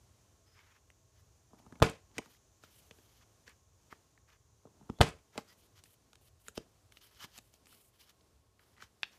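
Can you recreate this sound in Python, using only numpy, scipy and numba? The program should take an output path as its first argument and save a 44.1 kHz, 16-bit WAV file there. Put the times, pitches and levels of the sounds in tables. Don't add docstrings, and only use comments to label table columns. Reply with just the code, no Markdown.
import sys
import numpy as np
from scipy import signal
from scipy.fft import rfft, irfft, next_fast_len
from scipy.io import wavfile
from scipy.ndimage import uniform_filter1d
from numba import njit

SR = 44100
rng = np.random.default_rng(int(sys.argv[2]) if len(sys.argv) > 2 else 0)


def gain_from_db(level_db):
    decades = np.asarray(level_db, float) / 20
    return 10 ** decades


def output_pcm(signal):
    pcm = np.clip(np.atleast_2d(signal).T, -1, 1) * 32767
    wavfile.write(sys.argv[1], SR, np.round(pcm).astype(np.int16))


N = 404838

# f/Hz, width/Hz, level/dB
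MAT_MODES = [(138, 53, -1.1), (200, 61, -0.84), (250, 470, -0.85)]


def unit(x):
    return x / np.sqrt(np.mean(x ** 2))


def band(x, lo_hz, hi_hz):
    limits = [lo_hz, min(hi_hz, .45 * SR)]
    return signal.sosfilt(signal.butter(2, limits, "band", fs=SR, output="sos"), x)


def noise():
    return rng.standard_normal(N)


def coloured(points):
    size = next_fast_len(N)
    hz = np.fft.rfftfreq(size, 1 / SR)
    point_hz, point_db = np.array(points).T
    colour = gain_from_db(np.interp(np.log(hz + 1), np.log(point_hz), point_db))
    return unit(irfft(rfft(rng.standard_normal(size)) * colour, size)[:N])


def walk(rate):
    k = int(SR / rate)
    held = np.repeat(rng.standard_normal(N // k + 1), k)
    return unit(uniform_filter1d(uniform_filter1d(held, k), k)[:N])


def curve(table, column, edge_db=-120.):
    rows = np.array(table)
    return np.interp(np.arange(N) / SR, rows[:, 0], rows[:, column], left=edge_db, right=edge_db)


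def ring(modes, push, detune=1., tilt_db=0.):
    hz, width, db = np.array(modes).T[:, :, None]
    t = np.arange(SR // 14) / SR
    free = gain_from_db(db + tilt_db) * np.exp(-np.pi * width * t) * np.sin(2 * np.pi * hz * detune * t)
    sound = signal.fftconvolve(free.sum(0), push)[:len(t)]
    return sound / np.abs(sound).max()


def add(out, s, sound):
    i = int(s * SR)
    out[i:i + len(sound)] += sound[:N - i]


def air():
    # f/Hz, level/dB per Hz
    air_colour = [(15, -50), (25, -4.5), (113, 5), (242, -7), (1010, -16.5), (2000, -24), (6020, -22.5),
                  (14700, -29)]
    # t/s, level/dB
    rumble_levels = [(0, -66.5), (.6, -71), (1.6, -67), (2.8, -71.5), (3.4, -69), (4.6, -69.5), (5, -67),
                     (5.4, -71), (6.2, -69), (7.5, -72), (9.18, -72.5)]
    # t/s, level/dB
    whistle_levels = [(0, -80), (2.5, -77.5), (5, -80.5), (7, -86.5), (9.18, -103)]
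    # f/Hz, width/Hz, level/dB
    hum_bands = [(417, 77, -87.5), (640, 44, -90.5), (1085, 25, -89)]
    still = gain_from_db(-67.5) * coloured(air_colour)
    rumble = gain_from_db(curve(rumble_levels, 1, -72.) + .6 + 1.6 * walk(8)) * unit(band(still, 42, 120))
    whistle = gain_from_db(curve(whistle_levels, 1, -85.)) * unit(band(noise(), 5700, 7200))
    hums = sum(gain_from_db(db) * unit(band(noise(), hz - width / 2, hz + width / 2))
               for hz, width, db in hum_bands)
    return band(still, 200, 13500) * gain_from_db(1.5 * walk(5)) + rumble + whistle + hums


def strokes_of_card():
    # start t/s, end t/s, loudest level/dB, body share/dB
    rushes = [(0.552, 0.613, -72, 6), (2.146, 2.185, -58, 0), (2.214, 2.227, -65, 2),
              (2.706, 2.802, -66.5, -14.5), (3.905, 3.93, -56, 1), (5.327, 5.388, -56, 1.5),
              (5.434, 5.536, -64, -2), (5.752, 5.801, -61.5, -4), (6.212, 6.285, -73, -13.5),
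              (6.406, 6.421, -73, -18.5), (6.436, 6.49, -69, -14), (6.553, 6.582, -52, -9),
              (6.92, 6.985, -63, -10), (7.181, 7.215, -53, -3), (7.321, 7.387, -50.5, -7.5),
              (8.055, 8.111, -58, -5.5), (8.769, 8.8, -78, 6.5)]
    # start t/s, end t/s, loudest level/dB, body share/dB
    settles = [(2.233, 2.304, -68.5, -1), (2.63, 2.706, -65.5, -2.5), (3.5, 3.529, -70.5, 8.5),
               (5.384, 5.43, -58, 0), (5.839, 5.951, -72.5, -12), (6.482, 6.505, -60, -10),
               (7.272, 7.326, -69, -2.5), (7.529, 7.573, -67, -12), (8.805, 8.877, -59.5, 2.5)]
    # start t/s, end t/s, level/dB, body share/dB
    drags = [(0.458, 0.551, -82, 1.5), (.61, 0.713, -79, 5.5), (0.712, 0.787, -79.5, 6.5),
             (1.586, 1.598, -72, -1), (1.153, 1.21, -77.5, -0.5), (2.3, 2.372, -70.5, -6.5),
             (2.807, 2.898, -76, -13), (2.923, 3.06, -77.5, -8.5), (3.05, 3.203, -74, -5),
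             (3.211, 3.236, -70, 4), (3.47, 3.494, -66.5, 4.5), (3.93, 3.963, -82.5, 7),
             (4.281, 4.364, -75.5, 4.5), (5.578, 5.609, -73.5, -14), (5.62, 5.67, -76, -10.5),
             (6.556, 6.57, -64, -12), (6.59, 6.637, -75, 5), (7.016, 7.076, -62, -8.5),
             (7.089, 7.189, -70, -5), (7.216, 7.253, -51, -3.5), (7.409, 7.504, -79, -10),
             (7.671, 7.722, -71.5, -13), (7.717, 7.824, -67.5, -14), (7.832, 7.899, -79, -19),
             (7.93, 7.989, -77, -5.5), (7.992, 8.048, -66.5, -8), (8.595, 8.633, -78, -2),
             (8.621, 8.745, -79.5, -2.5), (7.199, 7.25, -63.5, -2.5), (9.057, 9.099, -73.5, 1),
             (9.111, 9.181, -71.5, 0.5)]
    strokes = [(start, end, -75.5, db, body_db) for start, end, db, body_db in rushes]
    strokes += [(start, end, db, -77, body_db) for start, end, db, body_db in settles]
    return strokes + [(start, end, db, db, body_db) for start, end, db, body_db in drags]


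def slides():
    grains = noise() * gain_from_db(2.9 * np.minimum(rng.exponential(size=N), 6.) + 2.1 * walk(110))
    body = unit(band(grains, 950, 2900))
    hiss = unit(band(grains, 2100, 6800))
    sheen = unit(band(grains, 6000, 13500)) * gain_from_db(1.1325 * walk(36))
    flutter = .14 * unit(band(grains, 2800, 3400))
    hiss = unit(hiss + flutter) * gain_from_db(1.7 * walk(60))
    out = np.zeros(N)
    fade = .015
    for start, end, start_db, end_db, body_db in strokes_of_card():
        i = int((start - fade) * SR)
        length = int((max(end - start, 0) + 2 * fade) * SR)
        edges = signal.windows.tukey(length, min(4 * fade * SR / length, 1))
        sheen_db = -7 - .61 * body_db - .25 * (max(start_db, end_db) + 70)
        rub = (hiss + gain_from_db(body_db) * body + gain_from_db(sheen_db) * sheen)[i:i + length]
        level = gain_from_db(2.0 + np.linspace(start_db, end_db, length)) * edges
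        add(out, start - fade, level[:len(rub)] * rub)
    return out


def squeaks():
    squeak_notes = [
        (.44, .62, 5100, -78),
        (7.02, 7.07, 3100, -70),
        (7.195, 7.25, 3000, -58),
        (5.47, 5.525, 5000, -72),
        (5.485, 5.545, 1950, -74),
        (4.94, 5.0, 3400, -79),
    ]
    out = np.zeros(N)
    for start, end, hz, db in squeak_notes:
        length = int((end - start) * SR)
        squeak = unit(band(rng.standard_normal(N // 8), .97 * hz, 1.03 * hz))[-length:]
        add(out, start, gain_from_db(db) * signal.windows.tukey(length) * squeak)
    return out


def contacts():
    # t/s, card level/dB, edge snap share/dB, card ring f/Hz
    flicks = [(0.591, -54, -13.5, 2000), (0.9023, -60, 0.5, 2200), (2.2166, -51, -19, 1338),
              (2.349, -60, -13, 1861), (3.478, -43, -15, 2030), (3.4936, -62, 10.5, 1790),
              (4.1765, -53, -19, 1830), (4.3017, -58.5, -15.5, 2804), (5.187, -59, -6, 2230),
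              (5.8378, -47.5, 2.5, 4512), (5.8562, -58, -7, 2030), (6.1316, -55, 1.5, 1350),
              (6.1545, -54, -4, 3300), (6.283, -63, -3, 5400), (6.4665, -54, -9, 1976),
              (6.483, -38, 3, 1466), (6.9217, -50.5, -4.5, 3050), (6.9717, -52, -3, 2990),
              (7.2406, -41.5, -2, 3240), (7.378, -41, 2, 4044), (7.3862, -41, 0, 3810),
              (7.5393, -50.5, 2.5, 5291), (7.6572, -53, 0, 4291), (7.669, -51.5, -2, 2667),
              (7.7264, -54, 0, 1285), (8.209, -59, -17, 4310), (8.5935, -55.5, -21.5, 1869),
              (8.7803, -56, -21, 1871), (8.8039, -49.5, -14, 1931), (8.8229, -40, -22, 1443)]
    # t/s, board level/dB, thud share/dB, hardness/dB, card ring f/Hz
    knocks = [(1.5328, -46, -6.5, -16, 1280), (1.664, -50.5, -0.5, -8, 1340), (1.7236, -47, -6, -4, 1800),
              (1.755, -59, 5, 2.5, 2300), (1.8007, -44, -6, -2.5, 1412), (2.168, -53, 6, 2.5, 1294),
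              (2.1815, -33.5, -12, 6.5, 2250), (2.186, -36, -6, 3, 3050), (2.2589, -53, -9, 2, 1346),
              (2.6367, -49, -13, 2, 1282), (2.91, -49.5, -6, 4, 2900), (2.9857, -56, -25, 0, 1310),
              (3.9255, -54, -18, -0.5, 1335), (4.6531, -43.5, -9, -22.5, 1375),
              (4.6712, -49, -28, -18.5, 1333), (4.8116, -52, -2, -28, 1301), (4.8925, -44, 0, -13, 1500),
              (4.8985, -43.5, 0.5, -3, 3200), (4.9874, -52, -8.5, 1.5, 3452),
              (5.3554, -46, -14, -17.5, 1300), (5.3774, -33, -9, 2, 2030), (5.3795, -37, -5.5, 3, 4700),
              (6.5735, -48, -12.5, 6.5, 4700), (6.577, -37.5, -11, 6, 5200)]
    # t/s, card level/dB, edge snap share/dB, card ring f/Hz
    scraps = [
        (1.897, -50.5, 12.5, 4700),
        (1.915, -55.5, 4, 4720),
        (5.089, -45, 7.5, 4690),
        (5.1042, -57, 4, 4700),
    ]
    rows = [(s, db + thud_db, db, db + hard_db, db + hard_db - 8, hz)
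            for s, db, thud_db, hard_db, hz in knocks]
    return rows + [(s, db - 21, db - 12, db, db + edge_db, hz) for s, db, edge_db, hz in scraps + flicks]


def taps():
    # f/Hz, width/Hz, level/dB
    board_modes = [(300, 30, -10), (454, 100, 7), (686, 300, 12), (839.4, 79, -6), (961.5, 230, -3),
                   (1200, 93, -7), (1440, 600, -36)]
    card_modes = [(1630.3, 1600, -4.5), (2220, 660, -6), (3500, 760, -9), (5000, 490, -8)]
    edge_modes = [(6930, 1700, 20), (7900, 1000, 8), (11000, 2500, -2.5), (13500, 2100, -9.5)]
    out = np.zeros(N)
    t = np.arange(1024) / SR
    first_touch = 1.8 * np.exp(-((t - .0002) / .00003) ** 2)
    for s, mat_db, board_db, card_db, edge_db, hz in contacts():
        grit = rng.standard_normal(1024)
        spot_pitch, spot_level = rng.standard_normal((2, 26, 1))
        size = np.sqrt(hz / 2600)
        card = [(f * size, w * size, g) for f, w, g in card_modes] + [(hz, 0.17 * hz, 0.5)]
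        bodies = ((MAT_MODES, mat_db, .003), (board_modes, board_db, .0025),
                  (card, card_db, .0025), (edge_modes, edge_db, .002))
        for modes, db, contact_s in bodies:
            push = grit * np.exp(-t / contact_s) * np.clip(t / 0.00019, 0, 1) - first_touch
            push = band(push, modes[0][0], 1.1 * max(modes)[0])
            count = len(modes)
            add(out, s, gain_from_db(db) * ring(modes, push, 1 + 0.035 * spot_pitch[:count], 1.5 * spot_level[:count]))
    return out


def thumps_and_ticks():
    # t/s, level/dB, f/Hz,
    # width/Hz
    short_knocks = [(0.9025, -46, 2100, 250), (1.546, -54, 900, 400), (4.83, -50, 160, 60),
                    (4.827, -56, 1050, 300), (4.986, -50, 700, 200), (4.994, -48, 750, 250),
                    (5.381, -36, 1300, 500), (6.5775, -33, 1700, 700), (6.5775, -40, 6900, 1200),
                    (9.0385, -40, 2700, 300), (9.0425, -41, 3300, 300), (5.362, -48, 620, 150),
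                    (5.368, -47, 600, 150), (6.214, -60, 600, 250), (6.574, -36, 4300, 900),
                    (1.6, -52.5, 700, 200), (1.725, -41, 260, 250), (1.755, -50.5, 1100, 300),
                    (1.822, -15, 640, 170), (5.0081, -13, 600, 170), (5.0895, -44, 8500, 900),
                    (5.1065, -50, 8400, 900), (6.5773, -38, 3940, 500), (2.1155, -56, 3000, 900),
                    (2.169, -49, 4300, 698), (2.1824, -33, 1200, 250), (2.1871, -31, 370, 130.7),
                    (2.1902, -32, 760, 130), (2.195, -40, 700, 200), (3.9267, -34.5, 1350, 350),
                    (3.9272, -39.5, 780, 200), (3.93, -46, 1200, 200), (4.8978, -33.5, 950, 220),
                    (4.8992, -26, 229.5, 200), (5.3565, -48, 602, 100), (5.378, -29.5, 660, 150),
                    (5.383, -35, 814, 120), (5.3865, -33.5, 800, 150), (5.393, -42, 700, 200),
                    (6.578, -28, 340, 150), (6.604, -46, 330, 60), (6.9713, -41, 2890, 250),
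                    (7.197, -52, 3040, 300), (7.243, -47, 188, 50), (7.54, -55.5, 450, 150),
                    (8.767, -56.5, 2000, 400), (9.021, -58, 2810, 700), (9.026, -46, 8040, 2500),
                    (2.9105, -51, 1900, 300), (2.9105, -55, 3500, 500), (3.214, -55, 1800, 700),
             (5.379, -33, 1800, 600), (6.5776, -42, 9500, 3000), (9.0318, -43, 11200, 2500),
             (9.0322, -29, 1500, 800), (9.0345, -44, 7300, 900), (9.041, -52, 10500, 2500)]
    out = np.zeros(N)
    for s, db, hz, width in short_knocks:
        push = np.hanning(3 + int(SR / hz / 3))
        add(out, s, -gain_from_db(db) * ring([(hz, width, 0), (1.3 * hz, width, -4)], push))
    return out


def creak():
    presses = [
        (1.502, 1.79, -72.5, -67),
        (2.103, 2.32, -71.5, -78),
        (4.628, 4.972, -77, -70.5),
        (5.302, 5.459, -74, -74),
        (6.544, 6.682, -75, -78),
        (7.194, 7.28, -78, -67.5),
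    ]
    slips = noise() * gain_from_db(2.4 * walk(110))
    colour = unit(band(slips, 150, 420)) + 0.67 * unit(band(slips, 420, 910))
    pressure = sum(gain_from_db(curve([(start, start_db), (end, end_db)], 1) + 1.0)
                   for start, end, start_db, end_db in presses)
    return unit(colour) * pressure


def punch():
    # t/s, table level/dB, plate level/dB, steel level/dB, direction (1 or -1)
    strokes = [
        (1.81, -29, -47, -64, -1),
        (1.8201, -11.5, -9, -27.5, 1),
        (1.8242, -40, -11.5, -14.5, -1),
        (1.8254, -10, -5, -19, -1),
        (1.8267, -8, -8, -26, 1),
        (4.9975, -28, -53.5, -67, -1),
        (5.0066, -10, -11.5, -27, 1),
        (5.0113, -26, -6.5, -10.5, -1),
        (5.0126, -39.5, -4.5, -17, -1),
        (5.0155, -13.5, -8, -23, 1),
    ]
    # t/s, level/dB
    loads = [
        (1.8165, -30),
        (5.0025, -21),
    ]
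    # f/Hz, width/Hz, level/dB
    table_modes = [(60, 42, -2.5), (74, 29, -7), (102, 150, -10), (154, 88, -4.5), (200, 60, -9),
                   (243, 25, -15)]
    plate_modes = [(215, 120, 9), (260, 140, 10), (388, 45, 0), (440, 45, 1.5), (545, 110, 2.5),
                   (690, 85, 2.5), (847, 170, -4), (1053, 110, -6), (1230, 60, -10)]
    steel_modes = [(2030, 150, -11), (2250, 770, -10), (3050, 870, 0.5), (3500, 540, 1.5),
                   (4300, 900, -1.5), (5840, 760, -11), (6900, 1100, -6.5), (8400, 1100, -9),
                   (9604, 3400, -10), (12500, 3900, -14.5)]
    out = np.zeros(N)
    t = np.arange(512) / SR
    for s, db in loads:
        add(out, s, gain_from_db(db) * ring(MAT_MODES, np.hanning(200)))
    for s, table_db, plate_db, steel_db, way in strokes:
        add(out, s, -gain_from_db(table_db) * np.sign(way) * ring(table_modes, np.hanning(200)))
        add(out, s, gain_from_db(plate_db) * np.sign(way) * ring(plate_modes, np.diff(np.hanning(30))))
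        chatter = band(rng.standard_normal(512) * np.exp(-t / .003), 2200, 14000)
        add(out, s, gain_from_db(steel_db) * ring(steel_modes, chatter))
    return out


def shudder():
    # f/Hz, level/dB per Hz
    loose_colour = [(59, -32.5), (100, -3.5), (162, -0.5), (270, -7), (477, -5.5), (2200, -12.5),
                    (9150, -29.5), (15500, -43.5)]
    # f/Hz, width/Hz, level/dB
    rattle_tones = [(1440, 50, -9), (2520, 150, -3), (4680, 90, -17), (452, 41, -3), (538, 40, -6),
                    (743, 46, -7), (1053, 40, -6), (1275, 35, -11), (1780, 65, -15), (2040, 90, -12),
                    (2240, 45, -13), (2370, 90, -12), (3170, 70, -15), (3690, 90, -19)]
    # t/s, level/dB, time to fall 60 dB/s
    shudders = [
        (1.827, -24.5, 0.23),
        (5.013, -25.5, 0.23),
    ]
    loose = coloured(loose_colour) * gain_from_db(1.6 * walk(220) + 1.3 * walk(60))
    t = np.arange(SR // 14) / SR
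    tones = sum(gain_from_db(db - 27.3 * width * t) * np.sin(2 * np.pi * hz * t) for hz, width, db in rattle_tones)
    jolts = noise() * gain_from_db(2.3 * walk(150))
    loose = unit(loose + gain_from_db(-1) * unit(signal.fftconvolve(jolts, tones)[:N]))
    heavy = band(loose, 40, 6000)
    thin = -band(loose, 6000, 14000) * gain_from_db(1.5)
    out = np.zeros(N)
    t = np.arange(SR // 2) / SR
    for s, db, t60 in shudders:
        for part, decay_share in ((heavy, 1), (thin, 0.96)):
            fall = gain_from_db(db - 60 * t / t60 / decay_share) * np.clip(t / 0.0026, 0, 1)
            add(out, s, fall * part[int(s * SR):][:len(t)])
    return out


def after_ring():
    # f/Hz, level/dB, time to fall 60 dB/s
    ring_tones = [(77, -31, .2), (150, -30, .2), (195, -31, .16), (297, -38, .18), (395, -37, .16),
                  (445, -32, .21), (598, -40, .18)]
    # t/s, level/dB
    starts = [
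        (1.83, 0.5),
        (5.019, -1.5),
    ]
    t = np.arange(SR // 2) / SR
    after = sum(gain_from_db(db - 60 * t / t60) * np.sin(2 * np.pi * hz * t) for hz, db, t60 in ring_tones)
    after = after * np.clip(t / .006, 0, 1)
    out = np.zeros(N)
    for s, db in starts:
        add(out, s, gain_from_db(db) * after)
    return out


def snaps():
    # t/s, level/dB, f/Hz
    dry_snaps = [(2.182, -27, 3000), (5.378, -25, 3600), (6.132, -42, 3200), (6.1565, -44, 3600),
                 (6.4835, -38, 4500), (6.5772, -27, 3900), (7.0156, -56, 3750), (7.0255, -54, 3250),
                 (7.148, -54, 8000), (7.1762, -56, 3060), (7.242, -40, 4000), (7.3378, -54, 4400)]
    out = np.zeros(N)
    for s, db, hz in dry_snaps:
        modes = [(hz, .6 * hz, 0), (.4 * hz, .25 * hz, -5), (2.2 * hz, hz, -6)]
        add(out, s, gain_from_db(db) * ring(modes, np.diff(np.hanning(7))))
    return out


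def corner_bounces():
    # t/s, level/dB
    bounces = [
        (9.0317, -22),
        (9.0328, -17),
        (9.0341, -29),
        (9.036, -39),
        (9.0376, -38),
        (9.0414, -37),
        (9.056, -48),
    ]
    # f/Hz, width/Hz, level/dB
    corner_modes = [(850, 270, -11), (1750, 600, 1.5), (2620, 380, 9), (3410, 400, 5), (4220, 400, -6),
                    (4810, 400, -13), (5260, 400, -14), (7300, 900, -9)]
    out = np.zeros(N)
    for s, db in bounces:
        add(out, s, gain_from_db(db) * ring(corner_modes, np.diff(np.hanning(11))))
    return out


def room(x):
    # f/Hz, time to fall 60 dB/s, level/dB
    echo_bands = [(59.7, 0.29, -0.5), (126, 0.14, 2), (250, 0.12, 3), (503.04, .2, -3), (1020, 0.15, -6),
                  (2000, 0.22, -5), (3800, 0.22, -3.5), (7700, 0.24, -2.5), (13090, 0.14, -6)]
    t = np.arange(SR // 2) / SR
    tail = np.zeros(len(t))
    for hz, t60, db in echo_bands:
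        hiss = band(rng.standard_normal(len(t)), hz / np.sqrt(2), hz * np.sqrt(2))
        tail += gain_from_db(db - 60 * t / t60) * hiss / np.sqrt(t60)
    tail = tail * np.clip(t / 0.0024, 0, 1) ** 2
    tail = tail / np.sqrt(np.sum(tail ** 2))
    return x + gain_from_db(-17.5) * signal.fftconvolve(x, tail)[:N]


def scene():
    card = slides() + squeaks() + taps() + thumps_and_ticks() + snaps() + corner_bounces()
    press = creak() + punch() + shudder() + after_ring()
    return (room(card + press) + air())[None]


@njit
def follow(x, attack, release):
    y, e = np.empty(len(x)), 0.
    for i in range(len(x)):
        e += (abs(x[i]) - e) * (attack if abs(x[i]) > e else release)
        y[i] = e
    return y


def top_cut(x):
    return signal.sosfilt(signal.butter(12, 16060, fs=SR, output="sos"), x)


def record(dry):
    mic = signal.sosfilt(signal.butter(3, 45, "high", fs=SR, output="sos"), dry)
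    mic = signal.sosfilt(signal.ellip(8, .2, 60, 15300, fs=SR, output="sos"), mic)
    held = follow(mic[0], 1 / (0.023 * SR), 1 / (.15 * SR))
    mix = mic * (1 + held / 0.04) ** -.22
    return top_cut(mix)


dry = scene()
out = record(dry)
output_pcm(out)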